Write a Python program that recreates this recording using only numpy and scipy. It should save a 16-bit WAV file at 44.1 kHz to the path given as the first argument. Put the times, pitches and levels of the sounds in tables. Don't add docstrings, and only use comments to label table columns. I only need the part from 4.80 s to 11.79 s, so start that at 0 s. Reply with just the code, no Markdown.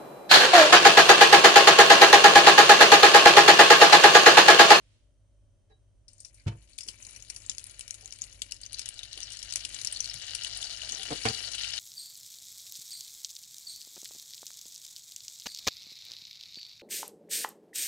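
import sys
import numpy as np
from scipy import signal
from scipy.io import wavfile

SR = 44100
rng = np.random.default_rng(int(sys.argv[2]) if len(sys.argv) > 2 else 0)


def master_out(mix):
    frames = np.transpose(np.atleast_2d(mix))
    ceiling = np.clip(frames, -1, 1)
    pcm = np.round(ceiling * 32767).astype(np.int16)
    wavfile.write(sys.argv[1], SR, pcm)


N = 308259
TIME = np.arange(N) / SR

# f/Hz, nominal level/dB
HUM = [(53.8, -64.5), (102.3, -68)]
# f/Hz, relative level/dB
ROOM = [(12, -42.5), (20, -15), (38, -7), (59, -3.5), (71, -15.5), (103, -6.5), (161, -26), (295, -24),
        (463, -34), (587, -23), (745, -38.5), (2380, -47.5), (3020, -47), (3350, -47.5), (11000, -49),
        (14300, -83), (22000, -120)]
ROOM_DB = -75.5
# t/s, level/dB
RUSTLE = [(0, -71.5), (.15, -71.5), (.25, -80.5), (.4, -100)]
# f/Hz, level/dB
WHINE = [(3130, -92.5), (5980, -91), (8600, -91.5)]

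# t/s, contact time/s, thump level/dB, ring level/dB, rub level/dB, brightness f/Hz
BOWL_SHIFTS = [(.880, 0.048, -95, -52.5, -90, 6000)]
# f/Hz, relative level/dB, t60/s
GLASS = [(433, 6.5, 0.089), (772, 3, 0.1), (1642, -6, 0.12), (1826, -9, .11), (3900, -4.5, 0.12),
         (5400, -14, .08)]
# t/s, contact time/s, thump level/dB, ring level/dB, rub level/dB, brightness f/Hz
KNOCKS = [(1.661, 0.0031, -19, -73, -44, 600), (1.665, 0.013, -60, -45, -43, 2650),
          (1.677, 0.0053, -62, -35.5, -41, 3420), (1.708, 0.019, -41, -51, -54.5, 1500),
          (1.745, 0.0094, -43, -71, -57, 700), (2.049, 0.045, -80, -85, -62, 308),
          (5.345, 0.027, -44.5, -80, -75, 200), (6.451, 0.0087, -55, -46, -28.5, 5400)]
# f/Hz, relative level/dB, t60/s
POT = [(692, -9, .22), (910, -4.5, 0.18), (1920, -24, 0.11), (2261, -18, 0.19), (2379, -14, 0.17),
       (2640, -15, .11), (2676, -8, 0.12), (2990, -7.5, 0.16), (3060, -11, 0.13), (3600, -18, .14),
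       (4020, -11, .07)]
# t/s, contact time/s, thump level/dB, ring level/dB, rub level/dB,
# brightness f/Hz
NUDGES = [(3.212, 0.035, -82, -57.5, -67, 1000), (4.366, 0.02, -70, -60, -59, 1100),
          (6.09, 0.057, -72, -52, -60, 600), (6.175, 0.033, -64, -46, -64, 600),
          (6.270, 0.085, -67, -52, -48.5, 900), (6.451, 0.0029, -60, -25, -50, 690)]
# f/Hz, relative level/dB, t60/s
WORKTOP = [(165, -9.5, 0.14), (250, -12.5, 0.18), (312, -27, 0.11), (431, -4.5, 0.24), (772, 8, 0.16),
           (1190, -14, 0.091), (1610, -6, 0.11), (4000, -4, .08)]
# f/Hz, relative level/dB, t60/s
STOVE = [(57.5, -15, .6), (104.4, 10.5, 0.14), (129.7, 4.5, 0.15), (180, -1, 0.13), (220, -5, 0.12),
         (328.7, -17, 0.33)]
# f/Hz, relative level/dB
RUB = [(60, -26), (150, -3.5), (450, 5.5), (650, -5.5), (1200, -4.5), (3000, -3), (6000, 0.5), (11000, 2.5)]

# f/Hz, width/Hz, level/dB
HOLLOW = [(1395, 70, -0.5), (2300, 15, 8.5), (2860, 190, -4), (4390, 94, -8), (5650, 1150, -6.5)]
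# f/Hz, level/dB
LEFT_OVER_RIGHT = [(400, 2), (1000, 10), (2000, 11.5), (4000, 12.5), (6500, 17), (8500, 7.5), (11000, 9.5)]
ECHO = rng.standard_normal((2, 3000))

# t/s, nominal foam level/dB, nominal fine-fizz level/dB
FRYING = [(1.33, -77, -80), (1.45, -87, -75), (1.98, -67.5, -69), (2.13, -63.5, -59), (3.57, -63.5, -63.5),
          (3.68, -62, -62), (3.92, -57, -101), (4.02, -54, -77), (4.97, -49.5, -56), (5.44, -45.5, -62),
          (5.69, -43.5, -57.5), (6.11, -44, -58.5), (6.41, -43, -49), (6.99, -40, -61)]
# f/Hz, relative level/dB
FOAM = [(130, -40), (310, -21.5), (740, -7), (1020, -19.5), (1500, -5.5), (1900, -5), (2500, -10.5),
        (2960, 4), (3400, -1.5), (4260, 3), (5600, -4.5), (6800, -5), (7600, -11), (11000, -16)]
# f/Hz, relative level/dB
FIZZ = [(500, -15.5), (1200, -19), (2500, -9), (4500, -32), (6800, -4), (7800, -11.5), (9500, -5.5),
        (11000, -7.5)]
FAT_IN_S = 1.28
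FIRST_PER_S, LAST_PER_S = 650, 1300

# t/s, nominal peak level/dB, f/Hz
SPATTERS = [(1.2815, -41, 5300), (1.332, -46, 8300), (1.381, -47, 7000), (1.394, -49, 4630),
            (1.403, -35.5, 8400), (1.4481, -31.5, 5660), (1.544, -40, 10200), (1.574, -56, 4140),
            (1.598, -51.5, 4700), (1.980, -31, 7100), (2.032, -33, 5440), (2.084, -37, 5270)]
# f/Hz, gain level/dB
STEAM = [(1500, -7), (3000, -7), (4400, 2.5), (5400, 1), (6400, 0.5), (7700, -2), (8500, 3.5), (9400, 1.5),
         (11000, -10)]
# t/s, nominal peak level/dB, f/Hz, snap level/dB against the pitched tick,
# tail level/dB (low when dry, high when it sprays)
POPS = [(1.9327, -45, 4280, -3, 2), (1.9862, -21, 6450, 8, -3), (2.0072, -25.5, 5100, 5, 2),
        (2.0772, -33, 5340, 17, 8), (2.0852, -22.5, 5470, 17, 4), (2.2244, -37.5, 7060, 4, 5),
        (2.249, -34, 5440, 21, 5), (2.2674, -33.5, 6860, -4, -7), (2.2936, -37, 6420, 16, 0),
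        (2.362, -32, 6760, 16, 0), (2.424, -32, 6860, 4, -3), (2.5, -22.5, 6940, 16, -1.5),
        (2.5625, -24.5, 9500, 12, 4), (2.664, -34, 7500, -19, -8), (2.6968, -16, 6830, -2, -3),
        (2.716, -29, 6700, 14, -9), (2.7494, -37, 6800, -4, -9), (2.7823, -22.5, 6800, 4.5, -9),
        (2.7952, -34, 6720, 4, -6), (2.8413, -30, 10250, -5, -9), (2.869, -35.5, 9500, -16, -3),
        (2.9934, -28.5, 9600, -1, 0), (3.009, -25.5, 5150, 19, -5), (3.079, -26.5, 5900, 5, -3),
        (3.1077, -20.5, 6450, 1, -6), (3.142, -31, 8440, 2, 6), (3.2583, -30, 7030, -8, -7),
        (3.2765, -35.5, 6760, 9, -8), (3.3077, -37.5, 6100, -15, -17), (3.324, -27, 6860, 4, -3),
        (3.3366, -38, 6980, -11, -6), (3.419, -21.5, 6740, -19, -5), (3.4391, -27.5, 6330, 17, -3),
        (3.6189, -18, 4290, 11, -3), (3.7095, -36, 4550, -1, 11), (3.7207, -21.5, 5400, 2.5, -4),
        (3.8335, -33, 4660, -12, 3), (3.863, -29.5, 6160, -5.5, -8), (3.9305, -26.5, 9850, -1, -3),
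        (3.943, -24.5, 4620, -0.5, 2), (3.9855, -29, 4260, -1, 0), (3.9936, -19, 4800, 10, -1),
        (4.0155, -30, 4970, 6, 2), (4.0578, -24.5, 6200, 5, -0.5), (4.0892, -22.5, 9450, -4, -9),
        (4.141, -42, 4460, 2, 0), (4.1913, -26, 3800, -4, -5), (4.2323, -25, 3840, 5, -1),
        (4.3304, -28.5, 4130, -3, -5), (4.376, -27, 3110, 5, -4), (4.4038, -27, 6500, 9, -7),
        (4.4297, -27, 5540, -6, 4), (4.445, -38, 4770, 6, -9), (4.52, -28, 8800, 10, 2),
        (4.533, -30, 5600, 13, 0), (4.57, -27.5, 4340, 3, -1), (4.59, -30, 5270, -2, 8),
        (4.6283, -25, 6570, 3, -1), (4.708, -29.5, 5600, -5, -10), (4.7241, -19.5, 4160, 21, -4),
        (4.737, -23, 4300, 2, -6), (4.758, -12.5, 5900, 18, -5.5), (4.7688, -24.5, 3280, 6, 2),
        (4.85, -18, 2830, 12, -1.5), (4.9457, -25, 7300, 1, -3), (5.0142, -23, 6500, 17, -1),
        (5.048, -17.5, 6800, 3, -5), (5.072, -17.5, 5260, 1, -5), (5.1253, -22, 8950, -21, 1),
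        (5.162, -26.5, 4160, -14, 1), (5.1713, -26, 4400, -4, -19), (5.2042, -17, 6100, -6, -1),
        (5.2429, -23.5, 4440, 1, 0), (5.258, -25, 4370, -5, -6), (5.298, -25, 5200, -12, 1),
        (5.3411, -21.5, 4380, 12, -11), (5.4204, -30.5, 3060, 2, -3), (5.5491, -19, 8900, 5, 1),
        (5.6344, -24.5, 2900, 11, -4), (5.6466, -18.5, 3050, 1.5, -6), (5.7738, -29, 9050, -10, -8),
        (5.8145, -28.5, 7000, -2, 0), (5.827, -23, 3430, -3, 0), (5.84, -27.5, 5550, -16, -7),
        (6.018, -29, 3010, -6, -9), (6.0918, -23, 4380, 4, -13), (6.1215, -22.5, 6300, -17, 1.5),
        (6.1488, -26.5, 5840, -17, -11), (6.2314, -22, 3200, 8, -1), (6.4155, -35, 2370, -1, -7),
        (6.437, -27, 5500, -2, -9), (6.4857, -16, 4680, -8, 0), (6.5475, -30, 4550, -11, -4),
        (6.7499, -21.5, 3430, 17, -1), (6.7817, -26.5, 3200, -2, -5), (6.8427, -28, 2890, -13, 7),
        (6.938, -25, 5170, -10, -1)]
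SPATTER_STIR_DB, POP_STIR_DB = -31.5, -37.5
STIR_S = 0.028

# t/s, length/s, level/dB
SCUFFS = [(1.574, 0.019, -69), (1.589, 0.033, -67.5)]
# f/Hz, width/Hz, relative level/dB
SCUFF_TONE = [(1660, 230, -10), (2240, 340, -3), (3880, 200, -14), (4640, 260, -17)]

SPIT_FROM_S, SPITS_PER_S = 2.0, 19
SPIT_DB, SPIT_RISE_DB_PER_S, SPIT_SPREAD_DB = -41.5, 2.5, 1.5
SPIT_HZ, SPIT_FALL_OCT_PER_S, SPIT_SPREAD_OCT = 8230, 0.192, 0.31
EDGE_HZ = 11120

# t/s, length/s, slip rate/Hz, push level/dB, wood level/dB,
# scrape level/dB, brightness f/Hz, level change over the length/dB (wood and scrape)
JUDDERS = [(6.306, 0.025, 153, -40.5, -33.5, -42.5, 900, 3.5),
           (6.453, 0.056, 113, -35.5, -34, -33, 5000, -17)]
# f/Hz, relative level/dB, t60/s
SPOON = [(292, 1.5, 0.042), (463, 2.5, 0.041), (694, -3.5, 0.058), (1190, -10, .03), (1600, -18, .04),
         (2090, -16, .03)]


def amp(db):
    return 10 ** (np.asarray(db) / 20)


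def unit(x):
    return x / np.sqrt(np.mean(x ** 2) + 1e-20)


def read(points, hz):
    f, value = np.transpose(points)
    return np.interp(np.log(hz + 1), np.log(f), value)


def add(mix, s, sound):
    part = mix[:, max(round(s * SR), 0):][:, :sound.shape[1]]
    part += sound[:, :part.shape[1]]


def colour(x, points, size=4096):
    hz = abs(np.fft.fftfreq(size, 1 / SR))
    log_gain = np.log(amp(np.maximum(read(points, hz), -100)))
    spectrum = np.exp(np.conj(signal.hilbert(log_gain)))
    taps = np.fft.ifft(spectrum).real[:size // 2]
    return signal.oaconvolve(x, taps[None], axes=1)[:, :x.shape[1]]


def noise_pair(count, apart):
    same, side = rng.standard_normal((2, count))
    return np.array([same + apart * side, same - apart * side])


def band_unit(x, lo, hi):
    band = signal.butter(4, [lo, hi], "band", fs=SR, output="sos")
    return x / signal.sosfilt(band, x.mean(0)).std()


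def wander(per_s):
    s = np.arange(0, TIME[-1] + 1, 1 / per_s)
    return unit(np.interp(TIME, s, rng.standard_normal(1000)[:len(s)]))


def ring(modes, t):
    return sum(amp(db - 60 * t / t60) * np.cos(2 * np.pi * hz * t) for hz, db, t60 in modes)


def reverberate(sound, room_db, room_t60):
    count = sound.shape[1]
    t = np.arange(count) / SR
    tail = unit(rng.standard_normal((2, count)) * amp(-60 * t / room_t60)) / np.sqrt(count)
    return sound + amp(room_db) * signal.fftconvolve(sound, tail, axes=1)[:, :count]


def kitchen(hum_db=-1, room_db=0):
    hum = 0
    for hz, db in HUM:
        waver_db = np.interp(TIME, np.linspace(0, TIME[-1], 50), rng.standard_normal(50))
        mains_hz = 50 * round(hz / 50)
        tone = np.sin(2 * np.pi * (mains_hz * TIME + rng.random()))
        hum = hum + np.sqrt(2) * amp(db + hum_db + 1.0 * waver_db) * tone
    room = amp(ROOM_DB + room_db) * band_unit(colour(noise_pair(N, apart=0.53), ROOM), 188, 7800)
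    rustle_tone = [(500, -19), (1800, -10.5), (3200, -5.5), (6000, -12.0), (10000, -17.5)]
    rustle = unit(colour(noise_pair(N, apart=1.0), rustle_tone))
    swell = amp(np.interp(TIME, [1.2, 2.2, 6.5], [-2, 1, 3]))
    return (hum + room) * swell + rustle * amp(np.interp(TIME, *np.transpose(RUSTLE)))


def whine(width_hz=70):
    noise = noise_pair(N, apart=1.0)
    return sum(amp(db) * unit(signal.lfilter(*signal.iirpeak(hz, hz / width_hz, SR), noise))
               for hz, db in WHINE)


def knocks(blows, modes, rub_t60, first_touch, room_db, room_t60,
           push_s=0.00834, lag_s=0.000334, count=20000):
    out, t = np.zeros((2, N)), np.arange(count) / SR
    for s, length, thump_db, ring_db, rub_db, bright_hz in blows:
        thump = -ring(STOVE, t) * np.clip(t / push_s, 0, 1) ** 2
        contact = np.clip(2 * t / length, 0, 1) * amp(-60 * np.maximum(t - length, 0) / rub_t60)
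        soften = signal.butter(2, min(bright_hz, SR / 3), fs=SR)
        same, side = rng.standard_normal((2, count))
        side = signal.lfilter(*signal.butter(2, 700, "high", fs=SR), side)
        grit = np.array([same + side, same - side])
        force = unit(grit * contact ** 3) / np.sqrt(count)
        force[:, round(length / 2 * SR)] += first_touch
        soft_force = signal.lfilter(*soften, force)
        body = signal.fftconvolve(soft_force, ring(modes, t)[None], axes=1)[:, :count]
        rub = unit(colour(signal.lfilter(*soften, grit), RUB)) * contact
        sound = amp(ring_db) * body / abs(body).max() + amp(rub_db) * rub
        sound[0] = np.interp(t - lag_s, t, sound[0])
        sound = reverberate(sound, room_db, room_t60)
        add(out, s, sound + amp(thump_db) * thump / abs(thump).max())
    return out


def bubble(hz, cycles):
    turns = hz * np.arange(1024) / SR
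    wave = turns * np.exp(-turns / cycles) * np.sin(2 * np.pi * turns)
    return wave / np.linalg.norm(wave)


def path(wall_db=-3, wall_s=0.0065, room_db=-12, room_t60=0.084, right_wet_db=3, count=6000):
    t = np.arange(count) / SR
    walls = rng.standard_normal((2, count)) * (rng.random((2, count)) < .15)
    walls = walls * np.exp(-t / wall_s) * (t > .0007)
    room = rng.standard_normal((2, count)) * amp(-60 * t / room_t60) * (t > .006)
    wet = (amp(wall_db) * unit(walls) + amp(room_db) * unit(room)) / np.sqrt(count)
    taps = wet * amp([[0], [right_wet_db]])
    taps[0, 0] = taps[1, 3] = 1
    return taps


def in_pot(x, echo_db=-7, echo_t60=0.18, count=3000):
    echo = unit(ECHO * amp(-60 * np.arange(count) / SR / echo_t60))
    echo = amp(echo_db) * echo / np.sqrt(count)
    out = x + signal.oaconvolve(x, echo, axes=1)[:, :x.shape[1]]
    for hz, width, db in HOLLOW:
        out += amp(db) * signal.lfilter(*signal.iirpeak(hz, hz / width, SR), x)
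    shade = [(hz, -db) for hz, db in LEFT_OVER_RIGHT]
    return np.vstack([out[:1], colour(out[1:], shade)])


def crackle(per_s, spread_db, largest, cycles, snap_db, count=48):
    size = amp(spread_db * np.minimum(rng.exponential(1, N), largest)) * rng.choice([-1, 1], N)
    size *= (rng.random(N) < per_s / SR) / np.sqrt(per_s)
    spot, out = rng.integers(0, count, N), np.zeros((2, N))
    for k, hz in enumerate(np.linspace(2400, 11300, count)):
        burst = bubble(hz, cycles * np.exp(rng.uniform(-1.36, 1)) * hz / 5000)
        burst[0] += amp(snap_db)
        grain = signal.fftconvolve(burst[None], path(), axes=1)
        out += signal.oaconvolve((size * (spot == k))[None], grain, axes=1)[:, :N]
    return out


def stirring(bursts, stir_db):
    power = np.zeros(N)
    for s, db, *_ in bursts:
        power += amp(db + stir_db) ** 2 * (TIME > s) * np.exp(-2 * abs(TIME - s) / STIR_S)
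    return np.sqrt(power)


def frying(foam_db=0.38, fizz_db=-2, small_hz=4000, grown_s=2.87, foam_surge_db=1, fizz_surge_db=0.5,
           deep_hz=1500, deep_db=-1, deep_surge_db=3.0):
    s, foam_level, fizz_level = np.transpose(FRYING)
    per_s = np.geomspace(FIRST_PER_S, LAST_PER_S, N)
    started = np.clip((TIME - FAT_IN_S) / .004, 0, 1)
    foam = crackle(per_s, spread_db=7.0, largest=2.44, cycles=1.06, snap_db=-2.0)
    fizz = crackle(per_s * .5, spread_db=4.0, largest=2.6, cycles=0.62, snap_db=-0.5)

    foam = in_pot(colour(foam, FOAM))
    small = signal.lfilter(*signal.butter(1, small_hz, "high", fs=SR), foam)
    grown = np.interp(TIME, [2.4, grown_s], [0, 1])
    foam = grown * band_unit(foam, 2000, 6000) + (1 - grown) * band_unit(small, 2000, 6000)
    fizz = band_unit(in_pot(colour(fizz, FIZZ)), 7000, 11000)

    foam_gain = amp(foam_db + np.interp(TIME, s, foam_level) + foam_surge_db * wander(per_s=12))
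    fizz_gain = amp(fizz_db + np.interp(TIME, s, fizz_level) + fizz_surge_db * wander(per_s=10))
    deep = signal.lfilter(*signal.butter(2, deep_hz, fs=SR), foam)
    foam = foam + deep * (amp(deep_surge_db * wander(per_s=25) + deep_db) - 1)
    stirred = np.hypot(stirring(SPATTERS, SPATTER_STIR_DB), stirring(POPS, POP_STIR_DB))
    return started * (foam * foam_gain + fizz * np.hypot(fizz_gain, stirred))


def drop(db, hz, snap_db, spray_db, spray_s, tail_db=0, low_share=0.082, crest_db=9,
         cycles=2.07, snap_s=0.0011, count=2500):
    t = np.arange(count) / SR
    snap = rng.standard_normal(count) * t * np.exp(-2 * t / snap_s)
    spray = rng.standard_normal(count) * (rng.random(count) < 2500 / SR)
    spray = spray * t * np.exp(-2 * t / spray_s)
    burst = (amp(snap_db) * unit(snap) + amp(spray_db + tail_db) * unit(spray)) / np.sqrt(count)
    burst = colour(burst[None], [(200, -11.5), (1000, -23.0), (1800, -12.5), (2800, -0.5),
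                                 (7000, 3.5), (11000, -0.5), (14000, 3.0)])
    burst = signal.lfilter(*signal.butter(2, min(low_share * hz, SR / 4), "high", fs=SR), burst)
    tick = bubble(hz, cycles)
    burst[0, :len(tick)] += tick
    to_mics = path(wall_db=tail_db, wall_s=0.0035, room_db=tail_db - 9.5, right_wet_db=3.0)
    sound = in_pot(signal.fftconvolve(burst, to_mics, axes=1), echo_db=-16.5)
    attack = sound.mean(0)[:round(.003 * SR)]
    return amp(db - crest_db) * sound / attack.std()


def pops():
    wet, dry = np.zeros((2, 2, N))
    for s, db, hz in SPATTERS:
        add(wet, s, drop(db, hz, snap_db=3.5, spray_db=-1.5, spray_s=0.031,
                         low_share=0.75, crest_db=10, snap_s=0.0042))
    for s, db, hz, snap_db, tail_db in POPS:
        add(dry, s, drop(db, hz, snap_db, spray_db=-15, spray_s=0.0054, tail_db=tail_db))
    return colour(wet, STEAM) + dry


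def scuffs():
    out = np.zeros((2, N))
    for s, length, db in SCUFFS:
        count = round(length * SR)
        grit = noise_pair(count, apart=0.82)
        squeak = 0
        for hz, width, level in SCUFF_TONE:
            band = signal.butter(2, [hz - width / 2, hz + width / 2], "band", fs=SR, output="sos")
            squeak = squeak + amp(level) * signal.sosfilt(band, grit)
        add(out, s, amp(db) * unit(squeak * signal.windows.tukey(count)))
    return out


def spits(count=140):
    out = np.zeros((2, N))
    ages = (np.arange(count) + 2 * rng.random(count)) / SPITS_PER_S
    for age, (strength, pitch) in zip(ages, rng.standard_normal((count, 2))):
        octaves = SPIT_SPREAD_OCT * pitch - SPIT_FALL_OCT_PER_S * age
        hz = min(SPIT_HZ * 2 ** octaves, EDGE_HZ)
        db = SPIT_DB + SPIT_RISE_DB_PER_S * age + SPIT_SPREAD_DB * strength
        add(out, SPIT_FROM_S + age, drop(db, hz, snap_db=2.5, spray_db=-33, spray_s=0.0069, tail_db=0.5))
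    return out


def judders(push_s=0.0056, push_fade_db_per_s=-90, scrape_s=0.0086, uneven_db=2, late_s=0.00033,
            lag_s=0.000343, room_db=-20, room_t60=0.58, count=14000):
    out, t = np.zeros((2, N)), np.arange(count) / SR
    for s, length, per_s, push_db, wood_db, scrape_db, bright_hz, fade_db in JUDDERS:
        late, strength = rng.standard_normal((2, 16))
        at = np.arange(0, length, 1 / per_s)[:16]
        moments = abs(at + late_s * late[:len(at)])
        slips = np.zeros(count)
        slips[np.round(moments * SR).astype(int)] = amp(uneven_db * strength[:len(at)])
        fading = slips * amp(fade_db * np.minimum(t / length, 1))

        push_slips = slips * amp(push_fade_db_per_s * np.minimum(t, length))
        pulse = np.sin(np.pi * np.minimum(t / push_s, 1)) ** 2
        push = signal.fftconvolve(push_slips, pulse)[:count]
        push = signal.lfilter(*signal.butter(2, 65, "high", fs=SR), push)
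        wood = signal.fftconvolve(fading, ring(SPOON, t))[:count]
        grit = colour(noise_pair(count, apart=.8),
                      [(150, -7), (500, -9), (1200, -1), (3000, 0), (6000, -6), (11000, -15)])
        scrape = signal.lfilter(*signal.butter(2, min(bright_hz, SR / 3), fs=SR), grit)
        scrape *= signal.fftconvolve(fading, np.exp(-t / scrape_s))[:count]

        sound = amp(push_db) * unit(push) + amp(wood_db) * unit(wood) + amp(scrape_db) * unit(scrape)
        sound = sound * np.sqrt(length / t[-1])
        sound[0] = np.interp(t - lag_s, t, sound[0])
        add(out, s, reverberate(sound, room_db, room_t60))
    return out


def scene():
    background = kitchen() + whine()
    bowl = knocks(BOWL_SHIFTS, GLASS, rub_t60=.06, first_touch=0, room_db=-14, room_t60=.3)
    fat = frying() + pops() + scuffs() + spits()
    pot = knocks(KNOCKS, POT, rub_t60=.075, first_touch=1.6, room_db=-20, room_t60=.35)
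    worktop = knocks(NUDGES, WORKTOP, rub_t60=.045, first_touch=1.8, room_db=-18, room_t60=.3)
    return background + bowl + fat + pot + worktop + judders()


def record(dry, leak_db=-47):
    edge = signal.firwin(201, EDGE_HZ, window=("kaiser", 7), fs=SR)
    kept = signal.oaconvolve(dry, edge[None], "same")
    top = signal.firwin(101, 15500, fs=SR)
    return signal.oaconvolve(kept + amp(leak_db) * dry, top[None], "same")


dry = scene()
out = record(dry)
master_out(out)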